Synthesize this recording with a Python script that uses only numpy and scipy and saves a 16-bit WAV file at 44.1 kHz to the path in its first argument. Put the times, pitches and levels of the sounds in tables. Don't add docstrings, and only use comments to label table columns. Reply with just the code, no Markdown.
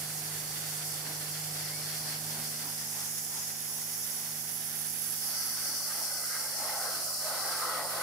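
import sys
import numpy as np
from scipy import signal
from scipy.fft import rfft, irfft
from scipy.io import wavfile
from scipy.ndimage import map_coordinates

SR = 44100
rng = np.random.default_rng(int(sys.argv[2]) if len(sys.argv) > 2 else 0)


def transcribe(signal):
    frames = np.atleast_2d(signal).T
    limited = np.clip(frames, -1, 1)
    pcm = np.round(limited * 32767).astype(np.int16)
    wavfile.write(sys.argv[1], SR, pcm)


N = 353682
TIME, FREQ = np.arange(N) / SR, np.arange(N // 2 + 1) * SR / N

# (time [s], frequency ratio)
AIM_RATIO = [(0, 0.97), (2.4, 0.95), (3.1, 1.14), (4.2, 1.1), (5.25, 1), (8, 0.9)]
# (frequency [Hz], left-right likeness [-1 to 1])
WIDE_LIKENESS = [(1200,-0.062),(1700,0.44),(2600,0.19),(3400,-0.054),(4300,0.25),(5200,0.32),(6500,0.12),(15000,-0.27)]
# (time [s], splash level [dB], thud level [dB])
FLAP_SWEEPS = [(1.09,-52.5,-50),(1.54,-66,-57),(2.07,-51,-70),(2.377,-51,-50),(2.67,-50,-53.5),(2.99,-50,-64),(3.37,-51.5,-58),(3.78,-55,-60),(4.2,-57.5,-60),(4.8,-58,-63.5),(5.29,-52.5,-63.5),(5.51,-64,-58),(5.721,-62,-53),(5.99,-53.5,-56.5),(6.61,-63,-55),(6.69,-52.5,-62),(6.97,-53,-56),(7.35,-55,-60),(7.805,-70,-54)]
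# (time [s], low-mode level [dB], high-mode level [dB])
DRUM_LEVELS = [(5.2, -55, -67), (5.21, -59, -62), (5.34, -50.5, -55), (5.36, -62, -53.5),
               (5.89, -52.5, -52.5), (5.91, -52, -44.5), (5.95, -52, -51.5), (6.02, -46, -53),
               (6.06, -53.5, -51.5), (6.24, -52.5, -49), (6.28, -62, -50), (6.35, -51, -46),
               (6.58, -50, -51), (6.64, -44.5, -45), (6.85, -45, -43), (7.04, -47, -49), (7.19, -54, -52),
               (7.24, -43, -45), (7.49, -43.5, -40.5), (7.79, -39.5, -36.5), (7.84, -40.5, -43),
               (7.89, -44, -41.5), (7.96, -39, -40), (8.02, -43, -36.5)]

STEP_ASIDE_S, STEP_TAKES_S, CLIMB_TAKES_S = 5.17, 0.18, 2.6
FACE_NOZZLE_S, FACE_TAKES_S, FACING_PAN_DB = 5.1, 1, 3
HISS_TRIM_DB, WHISTLE_TRIM_DB, SHEEN_DB = 5, 1, -45.5
SIZZLE_DB, SIZZLE_SWING = -44.5, 1.26
SIZZLE_PEAK_WIDTH_HZ, SIZZLE_PEAK_LIFT = 450, 0.37
FAN_PAN_DB = 2
SHARED_DIP_WIDTH_HZ, SHARED_DIP_DEPTH, SHARED_DIP_WANDER_HZ = 400, 0.71, 72
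TOP_DIP_WIDTH_HZ = 1200
LEAVE_TREAD_S, LEAVE_TAKES_S = 1.93, 1.0
DULL_DB, DULL_LOSS_DB, DULL_OPEN_DB = -52.5, 4, 1.5
BRIGHT_DB, BRIGHT_LOSS_DB, BRIGHT_DEEP_DB = -45.5, 3, 13
SPATTER_DB = -6.5
SPLASH_SPREAD_S, THUD_SPREAD_S = 0.054, 0.03
SQUEAL_S, SQUEAL_SPREAD_S, SQUEAL_DB = 1.735, 0.05, -49
SQUEAL_HZ, SQUEAL_RISE_HZ_PER_S = 2160, 2700
LOW_MODES_HZ, HIGH_MODES_HZ = 850, 1170
DRUM_TRIM_DB, SPOT_WAVER_DB, SPOT_DETUNE = 0.5, 1.5, 0.023
RIM_BRIGHT_DB = 9
CYCLE_HZ, FIRINGS = 25.6, 3
HUM_DB, NINTH_TRIM_DB = -47.9, 0.9
LOW_CUT_HZ, CUTOFF_HZ = 63, 15550


def from_db(db):
    return 10 ** (np.asarray(db) / 20)


def rms_one(x):
    return x / np.sqrt(np.mean(x ** 2) + 1e-20)


def in_time(rows):
    s, *columns = np.transpose(rows)
    return [np.interp(TIME, s, c) for c in columns]


def in_frequency(points):
    hz, value = np.transpose(points)
    return np.interp(np.log(FREQ + 1), np.log(hz), value)


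def drift(rate):
    knots = rng.standard_normal(N // 100)
    return rms_one(map_coordinates(knots, [TIME * rate], order=1, mode="wrap"))


def ramp(start_s, takes_s):
    return np.clip((TIME - start_s) / takes_s, 0, 1)


def swell(s, spread_s):
    return np.exp(-.5 * ((TIME - s) / spread_s) ** 2)


def pair(a, b, likeness):
    c = np.clip(likeness, -.99, .99)
    shared = np.sqrt(1 + c) * a
    opposed = np.sqrt(1 - c) * b
    return shared + opposed * np.array([[1], [-1]])


def stereo_noise(likeness, drive=1):
    a, b = rfft(rng.standard_normal((2, N)) * drive)
    return irfft(pair(a, b, in_frequency(likeness)), N)


def colour(x, spectrum):
    return rms_one(irfft(rfft(x) * from_db(in_frequency(spectrum)), N))


def turbulence(spectrum, drive=1):
    # (frequency [Hz], left-right likeness [-1 to 1])
    port_likeness = [(60,0.9),(140,0.55),(300,0.73),(640,0.38),(1200,0.27),(3000,0.25)]
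    return colour(stereo_noise(port_likeness, drive), spectrum)


def drops(per_s, spread_db):
    size_db = spread_db * np.clip(rng.standard_normal(N), -2, 2)
    return (rng.random(N) < per_s / SR) * from_db(size_db)


def glide(x, ratio):
    place = np.cumsum(ratio) % (N - 1)
    return np.array([map_coordinates(channel, [place], order=3) for channel in x])


def resonate(x, hz, width_hz):
    carrier = np.exp(2j * np.pi * np.cumsum(hz) / SR)
    pole = np.exp(-np.pi * width_hz / SR)
    return (carrier * signal.lfilter([1], [1, -pole], x * carrier.conj())).real


def band(x, hz, width_hz):
    scale = 4 * np.tanh(np.pi * width_hz / SR / 2)
    return scale * (resonate(x, hz, width_hz) - x / 2)


def pan(x, db):
    return np.array([x[0] * from_db(db / 2), x[1] * from_db(-db / 2)])


def reflect(x, lag_s, share, sway):
    lag = lag_s * (1 + sway * drift(1.5))
    echo = np.array([np.interp(TIME - lag, TIME, channel) for channel in x])
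    return (x + share * echo) / np.sqrt(1 + share ** 2)


def scatter(x, level_db, longest_s, count):
    out = x.copy()
    for lag_s in rng.uniform(.0006, longest_s, count):
        for side in range(len(x)):
            lag = int((lag_s + rng.uniform(0, .0003)) * SR)
            out[side] += from_db(level_db) * drift(1.195) * np.roll(x[side], lag)
    return out / np.sqrt(1 + count * from_db(level_db) ** 2)


def wand():
    return ramp(STEP_ASIDE_S, STEP_TAKES_S), ramp(STEP_ASIDE_S, CLIMB_TAKES_S)


def sweeps():
    return sum(from_db(db) * swell(s, SPLASH_SPREAD_S) for s, db, _ in FLAP_SWEEPS)


def jet():
    # (time [s], hiss level [dB], nozzle whistle level [dB])
    air_levels = [(0.15, -44.5, -47), (1.6, -45, -46.5), (3.45, -44, -42), (3.54, -47, -43),
                  (3.91, -45.5, -41), (4.51, -46, -41.5), (5.45, -44, -40), (7.25, -42, -43),
                  (7.78, -45.5, -44), (7.95, -45, -41.5)]
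    # (time [s], sizzle level [dB])
    fan_levels = [(0.05, -48.5), (1.88, -46), (2.1, -44), (2.19, -48), (3.2, -44), (3.31, -48), (3.34, -44),
                  (3.45, -43.5), (3.62, -47), (3.75, -45), (5.12, -48), (5.23, -43), (5.39, -40),
                  (5.6, -42), (5.87, -41.5), (5.92, -43), (7.5, -42.5), (7.97, -46.5)]
    # (time [s], frequency [Hz])
    sizzle_peak = [(0,4650),(1.9,4650),(2.6,4900),(3.05,5465),(5.0,5550),(5.45,4760),(6.4,5370),(8,4795)]
    # (frequency [Hz], relative level [dB per Hz])
    hiss_spectrum = [(2100,-29),(2850,-8),(3400,-24),(3950,-31),(4700,-0.5),(6500,3.5),(7300,3.5),(8400,2.5),(9600,4),(11500,-3),(12500,3),(13300,0.5),(14200,-1.5),(15300,-2)]
    sizzle_spectrum = [(3700,-33),(4150,-11.5),(4450,-2),(5000,0.5),(5500,0),(6000,2),(6250,-2.5),(8000,-34)]
    whistle_spectrum = [(9000,-21.5),(10100,-6),(10400,-5),(10850,0.5),(11500,-2.5),(11900,-2.5),(12400,-28),(13600,-24),(14250,-2),(14600,-8),(14950,-8),(15500,-9)]
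    sheen_spectrum = [(7300,-28),(8500,-1),(9500,0),(10300,-9),(11500,-32)]

    hiss_db, whistle_db = in_time(air_levels)
    ratio, = in_time(AIM_RATIO)
    fan_db, = in_time(fan_levels)
    peak_hz, = in_time(sizzle_peak)
    in_open, _ = wand()

    air = colour(glide(stereo_noise(WIDE_LIKENESS), ratio), hiss_spectrum)
    hiss = from_db(hiss_db + HISS_TRIM_DB + 0.72 * drift(22)) * air
    whistle_gain = from_db(whistle_db + WHISTLE_TRIM_DB + 0.82 * drift(20))
    whistle = whistle_gain * turbulence(whistle_spectrum)

    droplets = stereo_noise(WIDE_LIKENESS, drops(per_s=33000, spread_db=3.5))
    fan = glide(colour(droplets, sizzle_spectrum), ratio)
    fan = fan + SIZZLE_PEAK_LIFT * band(fan, peak_hz, SIZZLE_PEAK_WIDTH_HZ)
    sizzle_db = SIZZLE_DB + SIZZLE_SWING * (fan_db - fan_db.mean())
    sizzle = from_db(sizzle_db + 0.84 * drift(32)) * fan

    facing = ramp(FACE_NOZZLE_S, FACE_TAKES_S)
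    sheen = from_db(SHEEN_DB) * facing * turbulence(sheen_spectrum)
    nozzle = pan(hiss + whistle + sheen, FACING_PAN_DB * facing)
    return scatter(nozzle + pan(sizzle, FAN_PAN_DB * in_open), level_db=-14, longest_s=.0055, count=6)


def tyre_splash():
    # (frequency [Hz], relative level [dB per Hz])
    dull_spectrum = [(220,-10),(450,-8),(600,-2),(700,-2.5),(755,-0.5),(810,-1.5),(900,-4.5),(1150,-6.5),(1600,-16.5)]
    bright_spectrum = [(850,-21),(1200,-6),(1390,-1),(2050,-0.5),(2450,-5),(3300,-3.5),(3900,0),(4700,0),(7000,-74)]

    in_gap = ramp(LEAVE_TREAD_S, LEAVE_TAKES_S)
    in_open, depth = wand()
    ratio, = in_time(AIM_RATIO)
    _, drum_db = in_time(DRUM_LEVELS)
    slugs = from_db(.75 * drift(40))

    dull_gain = from_db(DULL_DB - DULL_LOSS_DB * in_gap + DULL_OPEN_DB * in_open)
    dull_drops = turbulence(dull_spectrum, slugs * drops(per_s=9700, spread_db=3.0))
    dull = dull_gain * glide(dull_drops, ratio)

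    spatter = sweeps() + in_open * from_db(SPATTER_DB + drum_db)
    tread_gain = from_db(BRIGHT_DB - BRIGHT_LOSS_DB * in_gap - BRIGHT_DEEP_DB * depth)
    bright_gain = np.hypot(tread_gain, spatter)
    spray = glide(stereo_noise(WIDE_LIKENESS, slugs * drops(per_s=14000, spread_db=1)), ratio)
    bright = bright_gain * from_db(1.0 * drift(28)) * colour(spray, bright_spectrum)
    return reflect(dull + bright, lag_s=.0071, share=0.25, sway=0.031)


def shifting_dips(x):
    # (time [s], frequency [Hz])
    shared_dip = [(0,3890),(2.2,3900),(3.2,4040),(4.4,3960),(5.3,3960),(6.1,3820),(8,3640)]
    # (time [s], frequency [Hz], depth [0-1])
    treble_dip = [(0,13100,0.2),(2.0,13500,.48),(2.25,13300,0),(3.4,12900,.2),(5.4,12800,0.1),(5.62,12700,0.7),(5.95,12700,0.1)]
    hz, = in_time(shared_dip)
    top_hz, top_depth = in_time(treble_dip)
    wandering_hz = hz + SHARED_DIP_WANDER_HZ * drift(14)
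    x = x - SHARED_DIP_DEPTH * band(x.mean(axis=0), wandering_hz, SHARED_DIP_WIDTH_HZ)
    return x - top_depth * band(x, top_hz, TOP_DIP_WIDTH_HZ)


def fender():
    # (frequency [Hz], width [Hz], relative level [dB])
    panel_modes = [(308,25,-7),(532,65,-5.5),(653,120,-3),(844,95,-2.5),(904,37,-7),(1027,72,-7.5),(1156,116,-6),(1293,80,-3.5),(1447,136,-5),(1522,97,-4),(1880,93,-13),(2064,91,-11)]
    in_open, depth = wand()
    low_db, high_db = in_time(DRUM_LEVELS)
    pelting = rng.standard_normal((2, N)) * drops(per_s=16000, spread_db=0.5) * from_db(0.71 * drift(60))
    force = pair(*pelting, likeness=0.84)
    panel = 0
    for hz, width_hz, mode_db in panel_modes:
        high = np.interp(hz, [LOW_MODES_HZ, HIGH_MODES_HZ], [0, 1])
        drum_db = (1 - high) * low_db + high * high_db
        tilt_db = RIM_BRIGHT_DB * (1 - depth) * high * np.log2(hz / HIGH_MODES_HZ)
        level_db = DRUM_TRIM_DB + mode_db + drum_db + tilt_db + SPOT_WAVER_DB * drift(9)
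        ring = rms_one(resonate(force, hz * (1 + SPOT_DETUNE * drift(6)), width_hz))
        panel = from_db(level_db) * in_open * ring - panel
    panel = signal.sosfilt(signal.butter(5, 430, "high", fs=SR, output="sos"), panel)
    panel = signal.sosfilt(signal.butter(10, 2230, fs=SR, output="sos"), panel)
    return pan(reflect(panel, lag_s=.0113, share=0.18, sway=0.03), 3.5)


def mud_flap():
    # (frequency [Hz], relative level [dB per Hz])
    thud_spectrum = [(90,-26),(200,-0.5),(300,4.5),(450,-7.5),(800,-0.5),(1200,-23)]
    splash_spectrum = [(400,-22),(680,-6),(820,2),(980,0.5),(1250,-6.5),(2000,-15),(3000,-29)]
    thuds = sum(from_db(db) * swell(s, THUD_SPREAD_S) for s, _, db in FLAP_SWEEPS)
    return thuds * turbulence(thud_spectrum) + sweeps() * turbulence(splash_spectrum)


def squeal():
    hz = SQUEAL_HZ + SQUEAL_RISE_HZ_PER_S * (TIME - SQUEAL_S) + 45 * drift(300)
    return from_db(SQUEAL_DB) * swell(SQUEAL_S, SQUEAL_SPREAD_S) * np.sin(2 * np.pi * np.cumsum(hz) / SR)


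def engine():
    # (time [s], hum level [dB], ninth-order level [dB])
    engine_levels = [(0.05, -45.5, -63.5), (0.84, -45.5, -70), (1.19, -45.5, -81), (2.32, -46, -56),
                     (3.33, -54.8, -62), (4.8, -53.5, -59.5), (5.95, -61, -65.5), (7.66, -61.5, -66),
                     (7.95, -57.5, -63)]
    # (multiple of the cycle rate, level re HUM_DB [dB], share of the hum's fading that it follows)
    engine_orders = [(3,-43,.49),(4,-14,.43),(5,-16,1),(6,-0.5,0.94),(7,-19.5,.32),(8,-23,1),(10,-21.5,1),(12,-17.5,0.98),(13,-22,0.44),(15,-19.5,.6),(16,-20.5,0.41),(17,-26,1),(18,-18.5,.83),(19,-21,0.6),(21,-22,.6),(24,-19.5,0.6),(27,-20,0.54),(29,-16.5,.9),(30,-19.5,0.092),(31,-19.5,0.22),(35,-23,.7)]
    # (frequency [Hz], relative level [dB per Hz])
    rumble_spectrum = [(20,-29),(40,-17),(75,-5.5),(115,-9.5),(190,-9.5),(400,-11.5),(800,-6),(2000,-20)]

    hum_db, ninth_db = in_time(engine_levels)
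    fade_db = hum_db - hum_db.max()
    turn = 2 * np.pi * np.cumsum(CYCLE_HZ * (1 + 0.00118 * drift(3.08))) / SR
    lines = from_db(ninth_db + NINTH_TRIM_DB) * np.sin(9 * turn)
    for order, level_db, follows in engine_orders:
        gain = from_db(HUM_DB + level_db + follows * fade_db + 0.89 * drift(6))
        lines = lines + gain * np.sin(order * turn + rng.uniform(0, 2 * np.pi))
    firing = 1 + 0.3 * np.cos(FIRINGS * turn)
    rumble = turbulence(rumble_spectrum, firing) * from_db(HUM_DB - 2.0 + 0.59 * fade_db)
    return np.sqrt(2) * lines + rumble


def scene():
    spray = shifting_dips(jet() + tyre_splash())
    return spray + fender() + mud_flap() + squeal() + engine()


def record(dry):
    # (frequency [Hz], left minus right [dB])
    port_tilt = [(150,0.5),(400,0),(770,-2),(2000,2),(2800,-1),(3450,-8),(4050,2),(4700,2.5),(5700,4.5),(7000,-4),(9400,-9.5),(10400,-13.5),(12000,-13),(13200,-10),(14600,-11.5)]
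    ports = from_db(in_frequency(port_tilt) * np.array([[.5], [-.5]]))
    dry = signal.sosfilt(signal.butter(3, LOW_CUT_HZ, "high", fs=SR, output="sos"), dry)
    low_pass = 1 / np.sqrt(1 + (FREQ / CUTOFF_HZ) ** 300)
    return irfft(rfft(dry) * ports * low_pass, N)


dry = scene()
out = record(dry)
transcribe(out)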